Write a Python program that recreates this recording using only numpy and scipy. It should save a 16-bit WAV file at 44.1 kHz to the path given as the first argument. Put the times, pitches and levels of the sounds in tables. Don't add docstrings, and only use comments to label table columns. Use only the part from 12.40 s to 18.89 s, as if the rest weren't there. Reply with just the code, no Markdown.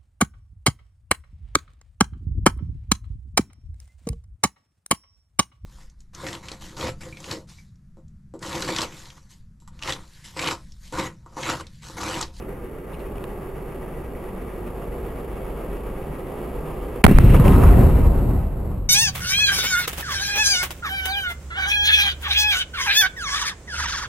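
import sys
import numpy as np
from scipy import signal
from scipy.fft import rfft, irfft
from scipy.io import wavfile
from scipy.ndimage import uniform_filter1d

SR = 44100
rng = np.random.default_rng(int(sys.argv[2]) if len(sys.argv) > 2 else 0)


def gain_from_db(level_db):
    decades = np.asarray(level_db, float) / 20
    return 10 ** decades


def persist_wave(psi):
    counts = np.round(np.clip(psi, -1, 1) * 32767).astype(np.int16)
    wavfile.write(sys.argv[1], SR, np.atleast_2d(counts).T)


N = 286190
TIME = np.arange(N) / SR
FREQ = np.fft.rfftfreq(N, 1 / SR)

# (time [s], level [dB])
IDLE_LEVEL = [(0, -41), (.5, -42), (1.1, -44), (1.5, -37.5), (2.4, -35.5), (3.4, -33.5), (3.9, -42.5),
              (4.15, -34.5), (4.6, -33)]
# (time [s], rate [cycles/s])
IDLE_RATE = [(0, 7.41), (3.6, 7.41), (4.6, 7.3)]
# (multiple of cycle rate, level [dB])
ENGINE_ORDERS = [(3, -17.5), (4, -10.5), (5, -12), (6, 0), (7, -10), (8, -6), (9, -9.5)]
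# (time [s], peak [dB], pitch [Hz], length [ms])
MOTOR_SWELLS = [
    (.63, -35.5, 150, 41),
    (1.9, -35.5, 188, 50),
    (3.67, -28.5, 148, 33),
    (4.2, -33.5, 153, 61),
    (4.22, -37, 400, 53),
    (4.47, -31, 422, 30),
]
# (frequency [Hz], density [dB])
STREET_COLOUR = [(20, -8), (50, -7.5), (90, -15), (150, -11), (230, -13), (390, -8.5), (500, -12),
                 (570, -16), (1050, -25.5), (1200, -23), (1500, -32.5), (2000, -33), (2890, -37.5),
                 (3800, -49), (6000, -61)]
# (frequency [Hz], side minus mid [dB])
STREET_SIDE = [(60, -28), (110, -19.5), (200, -16.5), (380, -14), (700, -8.5), (1290, -8), (2380, -6.5),
               (4400, -9), (8120, -17), (15000, -9)]
# (time [s], swell [dB])
TRAFFIC_SWELL = [(0, 0), (.4, -1), (.75, 2.5), (1.1, 1.5), (2.1, 2.5), (2.55, 4), (3.3, 4.5), (3.65, 3),
                 (4.0, 5), (4.3, 5.5), (4.6, 4)]
# (level [dB], share of swell [0-1.5])
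STREET_RANGES = [
    (-41, 0.68),
    (-38.5, 0.6),
    (-47, 1.15),
    (-52.5, 0.07),
    (-63, 1.2),
]
# (time [s], peak [dB], pitch [Hz], length [ms])
SPUTTERS = [(.02, -43, 2600, 9.5), (.217, -52, 895, 4), (.528, -44, 2690, 14), (.533, -47, 3800, 16),
            (.543, -39, 2660, 10), (.594, -45, 3880, 1.3), (.6, -44, 2700, 14), (.6, -49, 3800, 12),
            (.757, -43, 2900, 4), (.781, -38, 2560, 4), (.84, -31.5, 2600, 2.6), (.84, -39, 3870, 2.2),
            (.84, -39, 1800, 3), (.84, -29.5, 1080, 5), (1.357, -49, 2800, 6), (1.75, -39, 1980, 4.2)]
# (start [s], end [s])
OVERLOADS = [
    (4.63, 4.679),
    (4.7838, 4.7915),
]
# (start [s], end [s], left size [0-1], right size [0-1])
RATTLES = [
    (4.64, 4.6426, .75, .75),
    (4.6443, 4.6449, .08, .6),
    (4.6464, 4.649, .1, .22),
    (4.664, 4.6649, .02, .08),
]
# (time [s], level [-1..1], stuck [ms], swing [Hz])
LEFT_THROWS = [
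    (4.6426, .82, 2, 50),
    (4.6442, -.93, .8, 95),
    (4.649, -.84, 4, 50),
    (4.6524, .95, .5, 50),
    (4.6649, -.56, 3, 50),
    (4.6673, -.09, 9, 50),
    (4.782, -.85, 5, 100),
]
# (time [s], level [-1..1], stuck [ms], swing [Hz])
RIGHT_THROWS = [(4.6426, .82, 2, 50), (4.6442, -.8, 1, 50), (4.6449, .95, 1, 50), (4.6451, -.9, .2, 90),
                (4.6473, .68, 2, 50), (4.649, -.8, 3, 50), (4.6514, .9, 1.1, 55), (4.6649, .98, 1, 50),
                (4.6655, -.95, 1, 50), (4.6658, .96, 2, 50), (4.6669, -.55, 1, 50), (4.6673, .45, .5, 15),
                (4.782, -.8, 5, 50), (4.78645, .6, 1, 50), (4.78677, -.9, .4, 100)]
# (frequency [Hz], density [dB/Hz])
RUMBLE_COLOUR = [(15, -15), (28, -4.5), (48, -3), (80, -5.5), (125, -8.5), (218, -14), (300, -16),
                 (460, -17), (650, -22), (1080, -27.5), (1730, -37.5), (2720, -42), (3500, -53),
                 (6000, -74)]
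# (frequency [Hz], side minus mid [dB])
RUMBLE_SIDE = [(60, -26), (110, -17), (200, -14.5), (380, -8), (700, -5.5), (1290, -8), (2380, -5),
               (4400, -10), (8120, -1), (15000, -8)]
# (crest level [dB], rise before [dB/s], fall after [dB/s])
RUMBLE_RANGES = [
    (-10.5, 2, 16.5),
    (-21.5, 3, 17.5),
    (-30.5, 15, 16),
    (-42, -7.5, 22.5),
]
# (time [s], lift [dB], length [ms], centre [Hz])
ECHO_WAVES = [(4.685, 11.5, 25, 500), (4.753, 10.5, 7.8, 45), (4.87, 6.5, 40, 500), (4.95, 12.5, 15.6, 790),
              (5.068, 10, 42, 810), (5.16, 2, 50, 45), (5.21, 7.5, 64, 1190), (5.402, 4, 51, 245),
              (5.41, 3, 100, 3000), (5.55, 1, 67, 1500), (5.68, 2, 130, 100), (5.9, 4.5, 88, 350),
              (6.32, 3.5, 110, 300)]
# (time [s], peak [dB], pitch [Hz], length [ms])
SLAPS = [(4.807, -39, 1501, 4), (4.944, -15, 930, 11), (4.945, -28, 2700, 2), (4.966, -28, 2520, 4.6),
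         (4.999, -18, 980, 6.5), (5.05, -24, 2000, 11), (5.062, -35, 2800, 6.5), (5.081, -17, 2530, 3),
         (5.091, -37, 2590, 3), (5.121, -26, 2530, 5.8), (5.217, -33, 2400, 4.5), (5.236, -12, 1000, 8.2),
         (5.89, -34, 900, 3)]
# (time [s], peak [dB], pitch [Hz], length [ms])
THUDS = [
    (4.712, 0, 217, 7),
    (4.838, -4.5, 108, 8.1),
    (4.997, -1, 126, 15.6),
    (5.113, -5, 136, 11),
    (5.146, -9, 61, 19),
    (5.265, -2, 49.7, 31),
    (5.39, -8, 88.5, 14),
    (5.46, -8, 75.5, 15),
    (5.595, -8.5, 118, 6),
    (5.97, -17, 48.7, 24),
]
# (frequency [Hz], left minus right [dB])
PORTS = [(60, 0.5), (110, 0.5), (200, 0), (380, -3), (700, -1.5), (1290, 0.5), (2380, 2), (4400, 0.5),
         (8120, -3), (15000, -1.0)]
# (thirds of hold rate, level [dB])
UNEVEN_STEPS = [
    (1, -11.5),
    (2, -9),
    (4, -11),
]

LOUDEST_ORDER, LEAD_TURNS, SWEEP_TURNS = 6, .26, .1
DRONE_HZ, DRONE_DB = 15.25, -45
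DUCK_S, DUCK_DB = 4.62, -17.5
FORERUN_S, FORERUN_HZ, FORERUN_DB = 4.6355, 750, -23
RECOVER_S, OVERLOAD_HZ = .0075, 3000
CREST_S, WAVE_OCTAVES = 5.325, 2.13
HOLD_HZ, TOP_HZ = 11997.4, 15830


def curves(table):
    s, *columns = np.transpose(table)
    return [np.interp(TIME, s, c) for c in columns]


def at_hz(table, hz):
    f, db = np.transpose(table)
    return np.interp(np.log(np.maximum(hz, 1)), np.log(np.maximum(f, 1)), db)


def walk(rate_hz):
    k = int(SR / rate_hz)
    steps = np.repeat(rng.standard_normal(N // k + 1), k)
    return 1.2 * uniform_filter1d(uniform_filter1d(steps, k), k)[:N]


def wash(colour, side, edges_hz, levels_db, flicker_db, shared_db):
    shape = gain_from_db(at_hz(colour, FREQ))
    reach = np.clip(FREQ / 250 - .5, 0, 1)
    comb = gain_from_db(1.82 * walk(SR / 130)[:len(FREQ)] * reach)
    mid, apart = (comb * shape * rfft(rng.standard_normal(N)) for _ in range(2))
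    pair = mid + np.array([[1], [-1]]) * gain_from_db(at_hz(side, FREQ)) * apart
    ranges = list(zip(edges_hz, edges_hz[1:]))
    unit_db = [10 * np.log10(2 * np.sum(shape[(FREQ >= lo) & (FREQ < hi)] ** 2) / N) for lo, hi in ranges]
    gains_db = np.array(levels_db) - np.c_[unit_db]
    centres = np.log([np.sqrt(lo * hi) for lo, hi in ranges])
    out = 0
    for octave in np.arange(4, 13, .5):
        hz = 2 ** octave
        slope = np.clip(1 - 2 * np.abs(np.log2(FREQ + 1) - octave), 0, 1)
        place = np.interp(np.log(hz), centres, np.arange(len(ranges)))
        low = min(int(place), len(ranges) - 2)
        db = gains_db[low] + (place - low) * (gains_db[low + 1] - gains_db[low])
        db = db + flicker_db * walk(12) + shared_db * min(hz / 1500, 1)
        out = out + gain_from_db(db) * irfft(pair * slope, N)
    return out


def bursts(table, apart, spread=1.214):
    out = np.zeros((2, N))
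    t = np.arange(8192) / SR
    for s, db, hz, ms in table:
        noise = rng.standard_normal((2, len(t)))
        noise[1] = noise[0] + apart * noise[1]
        noise[:, 0] += 6 * np.sqrt(2500 / hz)
        band = signal.butter(2, [hz / spread, hz * spread], "band", fs=SR, output="sos")
        puff = signal.sosfilt(band, noise) * np.exp(-t / (ms / 1000))
        i = int(s * SR)
        out[:, i:i + len(t)] += gain_from_db(db) * puff / np.abs(puff).max()
    return out


def engine_throb(turns):
    throb = 0
    for k, db in ENGINE_ORDERS:
        above = k - LOUDEST_ORDER
        lead = .56 + LEAD_TURNS * above + SWEEP_TURNS * above ** 2
        throb = throb + gain_from_db(db + 0.83 * walk(2.68)) * np.cos(2 * np.pi * (k * turns + lead))
    return gain_from_db(curves(IDLE_LEVEL)[0]) * throb / np.std(throb)


def drone():
    return gain_from_db(DRONE_DB + 2.6 * walk(1.1)) * np.sin(2 * np.pi * DRONE_HZ * TIME)


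def traffic(turns):
    swell_db = curves(TRAFFIC_SWELL)[0]
    levels_db = [db + share * swell_db for db, share in STREET_RANGES]
    flutter_db = 1.1 * np.cos(2 * np.pi * (turns + .2)) + 1.1 * walk(60)
    edges_hz = [80, 250, 650, 1400, 2400, 3500]
    return wash(STREET_COLOUR, STREET_SIDE, edges_hz, levels_db, 0.3, flutter_db)


def fuse():
    return bursts(SPUTTERS, 0.87, spread=1.09)


def far_motor():
    out = 0
    for s, db, hz, ms in MOTOR_SWELLS:
        length_s = ms / 1000
        swell = np.exp(-((TIME - s - length_s) / length_s) ** 2)
        out = out + gain_from_db(db) * swell * np.sin(2 * np.pi * hz * TIME)
    return out


def street():
    turns = np.cumsum(curves(IDLE_RATE)[0]) / SR
    duck = gain_from_db(DUCK_DB * np.clip((TIME - DUCK_S) / 0.003, 0, 1))
    return duck * (engine_throb(turns) + drone() + far_motor() + traffic(turns) + fuse())


def forerun():
    rise = np.clip((TIME - FORERUN_S) / .004, 0, 1) * (TIME < RATTLES[0][0])
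    return gain_from_db(FORERUN_DB) * rise * (1 + np.sin(2 * np.pi * FORERUN_HZ * (TIME - FORERUN_S)))


def rattle():
    noise = rng.standard_normal((2, N))
    noise[1] = noise[0] + 1.3 * noise[1]
    band = signal.sosfilt(signal.butter(1, [1600, 2800], "band", fs=SR, output="sos"), noise)
    size = sum(np.outer(sizes, (TIME >= t0) & (TIME < t1)) for t0, t1, *sizes in RATTLES)
    return size * np.tanh(9 * band)


def throws(table):
    out = np.zeros(N)
    for s, position, stuck_ms, swing_hz in table:
        i = int(s * SR)
        free_s = np.maximum(TIME[i:i + 2048] - s - stuck_ms / 1000, 0)
        out[i:i + 2048] = position * np.exp(-free_s / RECOVER_S) * np.cos(2 * np.pi * swing_hz * free_s)
    return out


def overloaded_blast():
    thrown = np.array([throws(LEFT_THROWS), throws(RIGHT_THROWS)]) + rattle() + forerun()
    return signal.lfilter(*signal.butter(2, OVERLOAD_HZ, fs=SR), thrown)


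def roll_db(edges_hz):
    since_s = TIME - CREST_S
    out = []
    for (db, rise, fall), lo, hi in zip(RUMBLE_RANGES, edges_hz, edges_hz[1:]):
        waves_db = 0
        for s, lift_db, ms, hz in ECHO_WAVES:
            octaves = np.log2(np.sqrt(lo * hi) / hz) / WAVE_OCTAVES
            waves_db = waves_db + lift_db * np.exp(-((TIME - s) * 1000 / ms) ** 2 - octaves ** 2)
        trend_db = np.where(since_s < 0, rise * np.maximum(since_s, -1), -fall * since_s)
        out.append(db + trend_db + waves_db)
    return out


def rumble():
    edges_hz = [25, 150, 500, 1500, 4500]
    roll = wash(RUMBLE_COLOUR, RUMBLE_SIDE, edges_hz, roll_db(edges_hz), 1.58, 1.75 * walk(45))
    roll = gain_from_db(1.0) * roll + bursts(SLAPS, 1.0) + bursts(THUDS, 0.23)
    limited = roll / (1 + roll ** 4) ** .25
    return (TIME > np.mean(OVERLOADS[0])) * limited


def scene():
    lost = sum((TIME >= t0) & (TIME < t1) for t0, t1 in OVERLOADS)
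    lost = uniform_filter1d(1. * lost, size=100)
    tilt = gain_from_db(np.outer([.5, -.5], at_hz(PORTS, FREQ)))
    air = irfft(tilt * rfft(street() + (1 - lost) * rumble()), N)
    return air + lost * overloaded_blast()


def roll_off(x):
    return signal.sosfilt(signal.butter(12, 16430, fs=SR, output="sos"), x)


def record(dry):
    fade = np.clip(.5 + (HOLD_HZ / 2 - FREQ) / 1200, 0, 1)
    slow = irfft(rfft(dry) * fade, N)
    beat = 2 * np.pi * HOLD_HZ * TIME
    sampled = slow * (1 + 2 * np.cos(beat))
    slope = np.gradient(slow, axis=1) * SR / (2 * np.pi * HOLD_HZ)
    uneven = slope * sum(2 * gain_from_db(db) * np.cos(beat * k / 3) for k, db in UNEVEN_STEPS)
    edge = np.clip((TOP_HZ - FREQ) / 150, 0, 1)
    droop = np.sinc(FREQ / HOLD_HZ)
    held = irfft((rfft(sampled) * droop + rfft(uneven)) * edge, N)
    return roll_off(np.clip(held, -1, 1))


dry = scene()
out = record(dry)
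persist_wave(out)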